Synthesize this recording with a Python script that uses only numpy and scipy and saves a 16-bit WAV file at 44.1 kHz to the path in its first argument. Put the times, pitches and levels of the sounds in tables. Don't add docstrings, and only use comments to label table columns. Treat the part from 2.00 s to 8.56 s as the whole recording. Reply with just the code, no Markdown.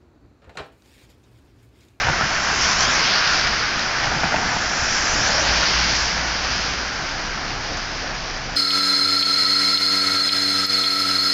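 import sys
import numpy as np
from scipy import signal
from scipy.fft import rfft, irfft, next_fast_len
from scipy.io import wavfile
from scipy.ndimage import uniform_filter1d, map_coordinates

SR = 44100
rng = np.random.default_rng(int(sys.argv[2]) if len(sys.argv) > 2 else 0)


def generate_wav(signal):
    frames = np.transpose(np.atleast_2d(signal))
    scaled = np.clip(frames, -1, 1) * 32767
    pcm = np.round(scaled).astype(np.int16)
    wavfile.write(sys.argv[1], SR, pcm)


N = 289296

# closest approach in seconds, half-length in seconds, tyre, water and mist levels in dB.
CAR_PASSES = [(1.06, 0.38, -28, -24.5, -28), (2.02, 0.12, -46, -32, -51.5), (3.599, 0.56, -25.5, -25, -25),
              (4.56, 0.18, -36.5, -29.5, -43.5), (5.75, 1, -57.5, -36, -44)]
# time in seconds, level in dB.
FAR_TRAFFIC = [(0, -23.5), (2.7, -25.5), (4.3, -28.5), (5.5, -32), (6.56, -33)]
# peak time in seconds, half-length in seconds, level in dB.
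BODY_BOOMS = [(0.101, 0.18, -35), (.75, 0.29, -40.5), (2.3, 0.3, -34), (3.22, .17, -32)]
# frequency in Hz, relative spectral density in dB.
BOOM_SPECTRUM = [(12, -31.5), (26, 4.5), (42, -10.5), (60, 1), (80, -7), (115, -31)]
RUMBLE_SPECTRUM = [(35, -4.5), (65, 0), (97, -5), (135, -3), (180, -5), (290, -6.5), (420, -9.5),
                   (560, -7.5), (800, -44)]
ROLL_SPECTRUM = [(330, -19), (520, -15.5), (630, -2.5), (720, -0.5), (900, -3), (1100, -5.5), (1500, -27.5),
                 (2500, -65.5)]
TREAD_SPECTRUM = [(400, -39), (750, -14), (1000, -9.5), (1200, -3), (1480, -1.5), (1720, -1.5), (1950, -5),
                  (2350, -6.5), (2900, -15), (4000, -30.5), (7000, -54)]
SPLASH_SPECTRUM = [(900, -17), (1800, -2.5), (2500, 0), (3100, 0), (3700, -3), (4400, -3), (5200, -9.5),
                   (6500, -17), (7400, -45)]
HISS_SPECTRUM = [(2500, -52), (3900, -11.5), (4550, -1), (5020, 1.5), (5300, -2), (5750, -0.5),
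                 (6200, -5.5), (6800, -12), (7400, -29.5)]
MIST_SPECTRUM = [(3500, -34.5), (4800, -6.5), (5500, 0), (6200, -4.5), (6700, -8.5), (7150, -10),
                 (7450, -17)]
DROPLET_SPECTRUM = [(600, -20.5), (1600, -7.5), (3500, -2), (5200, 3.5), (6300, -7.5), (7400, -31)]
# centre in Hz, width in Hz, relative gain in dB.
TREAD_BAND = [(1508, 460, 0)]
HISS_BAND = [(5110, 570, 0)]
JOINT_MODES = [(748, 160, 1.5), (927, 120, 4.5), (1420, 210, 6.5), (1750, 290, -4), (2560, 880, -7)]
# peak time in seconds, half-length in seconds, level in dB.
PUDDLES = [(0.661, 0.079, -24), (0.814, .026, -25.5), (1.208, 0.07, -30), (1.363, 0.15, -27.5),
           (1.826, 0.055, -32.5), (3.654, 0.039, -23.5), (3.926, 0.093, -27.5)]
# midpoint in seconds, half-length in seconds, peak shift as a fraction.
DOPPLER_FALLS = [(1.02, .16, .055), (3.46, .22, .018)]
# peak time in seconds, Gaussian sigma in seconds, lag at the peak in ms,
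# closing rate in ms per second, signed gain.
REFLECTIONS = [(.85, .2, .63, 1.4, .32), (.9, .11, .183, -1.3, -.22), (3.32, .17, .34, 1.05, -.24),
               (3.42, .13, .41, 1.1, -.13)]
# start in seconds, clack, crack and thud levels in dB, thud in Hz.
JOINT_HITS = [(0.047, -26.5, -26.5, -21, 100), (0.057, -24, -26, -30, 139), (0.070, -12.5, -15, -21, 85),
              (0.086, -13, -19.5, -15, 120), (0.099, -18, -16.5, -13.5, 138),
              (0.135, -27.5, -23.5, -37, 150), (0.210, -16, -22, -24, 227), (0.220, -21.5, -18, -27.5, 130),
              (0.235, -38, -40.5, -20, 134), (0.258, -25, -27, -28, 204), (2.043, -18, -19, -29, 186),
              (2.073, -23, -20.5, -20.5, 118), (2.117, -17, -22.5, -37, 190), (2.149, -20, -27, -27, 230),
              (2.164, -28.5, -25, -18, 153), (2.235, -13, -15.5, -24, 251), (2.241, -23.5, -15, -18, 199),
              (2.256, -15.5, -24, -22.5, 150), (2.322, -14, -20.5, -33, 273), (2.329, -26, -21.5, -26, 200),
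              (2.342, -12.5, -17.5, -20.5, 288), (2.361, -26, -13.5, -20.5, 172),
              (2.384, -22, -25, -26, 248), (2.429, -19, -32, -26, 232), (2.516, -20, -25, -27, 180),
              (2.543, -34, -29, -19.5, 137), (2.565, -15, -33.5, -23, 190), (3.298, -26, -19.5, -26, 183),
              (3.631, -30.5, -12.5, -37.5, 150)]
# frequency in Hz, relative gain in dB.
RUBBER_CONTACT = [(200, -5), (540, -5), (720, -3), (960, -3), (1400, -17), (3000, -30.5), (7000, -48.5)]
EDGE_CONTACT = [(400, -22), (900, -20), (1400, 4.5), (2700, 2), (3600, -9), (7000, -29.5)]
# peak time in seconds, Gaussian sigma in seconds, centre in Hz, width in Hz, level in dB.
TREAD_TONES = [(0.804, 0.22, 1060, 222, -29.5), (1.261, 0.11, 1450, 520, -24),
               (2.251, 0.25, 762, 172, -33.5), (3.059, 0.32, 1610, 427, -30.5),
               (3.438, 0.17, 590, 145, -31.5), (4.835, 0.33, 1460, 427, -34.5)]
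# start in seconds, level in dB, centre in Hz, 60 dB decay time in seconds.
NEAR_DROPS = [(1.4747, -13, 1980, .012), (1.793, -15.5, 4850, 0.021), (2.4682, -20.5, 5000, 0.017),
              (5.429, -24, 2200, 0.011), (5.451, -27, 4970, 0.015), (5.770, -26.5, 5520, 0.061),
              (6.375, -26.5, 5560, .014)]
# time in seconds, level in dB.
CAR_ENGINE_LEVEL = [(3.25, -58), (3.42, -30.5), (3.6, -29.5), (3.68, -37), (3.78, -27.5), (3.97, -30.5),
                    (4.11, -35), (4.2, -32), (4.55, -35), (4.88, -41), (4.98, -60)]
# multiple of the firing rate, relative level in dB.
CAR_ORDERS = [(1, -1), (2, -13.5), (3, -12.5), (5, -20)]
LORRY_ORDERS = [(1, -2.5), (2, -25), (4, -14)]
# lead on the car in half-lengths, width ratio, gain in dB.
RUMBLE_SWELL, ROLL_SWELL, TREAD_SWELL = (0.47, 1, -9.5), (0.16, 1, -5), (-0.055, 1, -1.9)
SPLASH_SWELL, HISS_SWELL = (-0.03, 0.92, -0.73), (-0.054, 1.02, 0)
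MIST_SWELL, WAKE_SWELL = (0.93, 0.76, 0), (-0.74, 0.2, -4)

TIME_S = np.arange(N) / SR


def amp(db):
    return 10 ** (np.asarray(db) / 20)


def unit_rms(x):
    return x / np.sqrt(np.mean(x ** 2) + 1e-20)


def level_curve_db(points):
    return np.interp(TIME_S, *np.transpose(points))


def wobble(rate_hz):
    knots = rng.standard_normal(int(N * rate_hz / SR) + 4)
    return map_coordinates(knots, [TIME_S * rate_hz])


def filtered(x, response):
    size = next_fast_len(N + SR // 2)
    return irfft(rfft(x, size) * response(np.fft.rfftfreq(size, 1 / SR)), size)[:N]


def coloured(x, spectrum):
    points_hz, db = np.transpose(spectrum)
    return unit_rms(filtered(x, lambda hz: amp(np.interp(np.log(hz + 1), np.log(points_hz), db))))


def resonate(x, modes):
    def response(hz):
        return sum(amp(db) * 1j * hz * width_hz / (centre_hz ** 2 - hz ** 2 + 1j * hz * width_hz)
                   for centre_hz, width_hz, db in modes)
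    return unit_rms(filtered(x, response))


def band_noise(band):
    return resonate(resonate(rng.standard_normal(N), band), band)


def rush(spectrum, patchy_db):
    bins = signal.stft(rng.standard_normal(N), nperseg=512)[2]
    patches = uniform_filter1d(rng.standard_normal(bins.shape), size=7, axis=0)
    patches = unit_rms(uniform_filter1d(patches, size=10, axis=1))
    noise = signal.istft(bins * amp(patchy_db * patches), nperseg=512)[1][:N]
    return coloured(noise, spectrum)


def patter(per_second, spread_db):
    sizes = amp(spread_db * np.minimum(rng.standard_exponential(N), 4))
    impacts = (rng.random(N) < per_second / SR) * sizes * rng.choice([-1, 1], N)
    return coloured(impacts, DROPLET_SPECTRUM)


def bursts(starts_s, levels_db, rise_s, t60_s):
    power, age_s = np.zeros(N + SR), np.arange(SR // 2) / SR
    attack = 1 - np.exp(-age_s / rise_s)
    for start_s, db in zip(starts_s, levels_db):
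        power[round(start_s * SR):][:len(age_s)] += (amp(db - 60 * age_s / t60_s) * attack) ** 2
    return np.sqrt(power[:N])


def swells(sources, falloff=1.7):
    power = np.zeros(N)
    for closest_s, half_s, db in sources:
        distance = np.hypot(1, (TIME_S - closest_s) / half_s)
        power += (amp(db) * distance ** -falloff) ** 2
    return np.sqrt(power)


def passing(cars, part):
    lead, width, part_db = part
    return swells((at_s - lead * half_s, width * half_s, db + part_db) for at_s, half_s, db in cars)


def traffic(cars, part, far_db):
    return np.hypot(passing(cars, part), amp(level_curve_db(FAR_TRAFFIC) + far_db))


def tyres(city_boom_db=-44, city_rumble_db=-36, city_roll_db=-37):
    cars = [(at_s, half_s, db) for at_s, half_s, db, _, _ in CAR_PASSES]
    heavy_gain = swells(BODY_BOOMS)
    boom = np.hypot(heavy_gain, amp(city_boom_db)) * rush(BOOM_SPECTRUM, patchy_db=0)
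    body_gain = np.hypot(amp(-0.5) * heavy_gain, amp(city_rumble_db))
    rumble_gain = np.hypot(traffic(cars, RUMBLE_SWELL, far_db=-13.5), body_gain)
    rumble = rumble_gain * amp(0.89 * wobble(11)) * rush(RUMBLE_SPECTRUM, patchy_db=0.9)
    roll_gain = np.hypot(traffic(cars, ROLL_SWELL, far_db=-10), amp(city_roll_db))
    roll = roll_gain * rush(ROLL_SPECTRUM, patchy_db=1.06)
    tread_note = amp(-10) * band_noise(TREAD_BAND)
    tread_gain = traffic(cars, TREAD_SWELL, far_db=0.5) * amp(0.39 * wobble(25))
    tread = tread_gain * (amp(-1) * rush(TREAD_SPECTRUM, patchy_db=0.93) + tread_note)
    return boom + rumble + roll + tread


def spray():
    water = [(at_s, half_s, db) for at_s, half_s, _, db, _ in CAR_PASSES]
    fine = [(at_s, half_s, db) for at_s, half_s, _, _, db in CAR_PASSES]
    puddle_gain = swells(PUDDLES)
    hiss_gain = np.hypot(traffic(water, HISS_SWELL, far_db=-8.5), puddle_gain)
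    flutter = amp(0.62 * wobble(24))
    splash_gain = np.hypot(traffic(water, SPLASH_SWELL, far_db=-8), amp(-4) * puddle_gain)
    splash = splash_gain * amp(0.5) * flutter * rush(SPLASH_SPECTRUM, patchy_db=0)
    hiss_note = amp(-9.5) * band_noise(HISS_BAND)
    hiss = hiss_gain * flutter * doppler(amp(-0.7) * rush(HISS_SPECTRUM, patchy_db=-0.2) + hiss_note)
    mist_gain = np.hypot(traffic(fine, MIST_SWELL, far_db=-21.5), passing(fine, WAKE_SWELL))
    mist = mist_gain * rush(MIST_SPECTRUM, patchy_db=1)
    droplets = hiss_gain * amp(-8.5) * patter(per_second=650, spread_db=7)
    return reflected(splash + hiss + mist + droplets)


def doppler(x):
    speed = 1 - sum(shift * np.sin(2 * np.arctan((TIME_S - at_s) / half_s))
                    for at_s, half_s, shift in DOPPLER_FALLS)
    return map_coordinates(x, [np.cumsum(speed)], order=3, mode="mirror")


def reflected(x):
    for at_s, sigma_s, lag_ms, closing_ms_per_s, peak_gain in REFLECTIONS:
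        lag_s = np.abs(lag_ms - closing_ms_per_s * (TIME_S - at_s)) / 1000
        gain = peak_gain * np.exp(-0.5 * ((TIME_S - at_s) / sigma_s) ** 2)
        delayed = map_coordinates(x, [(TIME_S - lag_s) * SR], order=3)
        x = (x + gain * delayed) / np.sqrt(1 + gain ** 2)
    return x


def light_rain():
    return amp(-45.5) * patter(per_second=100, spread_db=0.5)


def road_joint():
    starts_s, clack_db, crack_db, thud_db, thud_hz = np.transpose(JOINT_HITS)
    clacks = joint_blows(starts_s, clack_db, RUBBER_CONTACT)
    cracks = joint_blows(starts_s, crack_db, EDGE_CONTACT)
    return clacks + cracks + wheel_thuds(starts_s, thud_db, thud_hz)


def joint_blows(starts_s, levels_db, contact, push_db=16, scuff_db=-4, echo_db=-17):
    scuff = bursts(starts_s, levels_db + scuff_db, rise_s=0.00036, t60_s=0.034)
    echo = bursts(starts_s, levels_db + echo_db, rise_s=0.014, t60_s=0.2)
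    force = (scuff + echo) * rng.choice([-1, 1], N)
    force[np.round(starts_s * SR).astype(int)] += amp(levels_db + push_db)
    return np.std(force) * coloured(resonate(force, JOINT_MODES), contact)


def wheel_thuds(starts_s, levels_db, pitches_hz, t60_s=0.07):
    out, age_s = np.zeros(N + SR), np.arange(SR // 4) / SR
    for start_s, db, hz in zip(starts_s, levels_db, pitches_hz):
        thud = amp(db - 60 * age_s / t60_s) * np.sin(2 * np.pi * hz * age_s)
        out[round(start_s * SR):][:len(thud)] += thud
    return out[:N]


def tread_singing():
    out = np.zeros(N)
    for at_s, sigma_s, hz, width_hz, db in TREAD_TONES:
        envelope = amp(db) * np.exp(-0.5 * ((TIME_S - at_s) / sigma_s) ** 2)
        out += envelope * band_noise([(hz, width_hz, 0)])
    return out


def near_drops(width_hz=1600):
    return sum(bursts([start_s], [db], rise_s=0.0005, t60_s=t60_s) * band_noise([(hz, width_hz, 0)])
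               for start_s, db, hz, t60_s in NEAR_DROPS)


def exhaust(orders, firing_hz, roughness, drift_hz):
    phase = 2 * np.pi * np.cumsum(firing_hz + drift_hz * wobble(8)) / SR
    tone = np.zeros(N)
    for order, db in orders:
        gain = amp(db) * (1 + roughness * wobble(14))
        tone += gain * np.sin(order * phase + 2 * np.pi * rng.random())
    return np.sqrt(2) * tone


def car_engine():
    gain = amp(level_curve_db(CAR_ENGINE_LEVEL))
    return gain * exhaust(CAR_ORDERS, firing_hz=57.36, roughness=0.06, drift_hz=0.3)


def lorry_engine(start_s=4.9, rise_s=0.22, level_db=-34):
    gain = amp(level_db) * np.clip((TIME_S - start_s) / rise_s, 0, 1)
    return gain * exhaust(LORRY_ORDERS, firing_hz=32.7, roughness=0.16, drift_hz=0.816)


def scene():
    cars = tyres() + tread_singing() + spray() + car_engine()
    return (cars + lorry_engine() + road_joint() + near_drops() + light_rain())[None]


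def record(dry, cutoff_hz=7480):
    return filtered(dry[0], lambda hz: hz < cutoff_hz)[None]


dry = scene()
out = record(dry)
generate_wav(out)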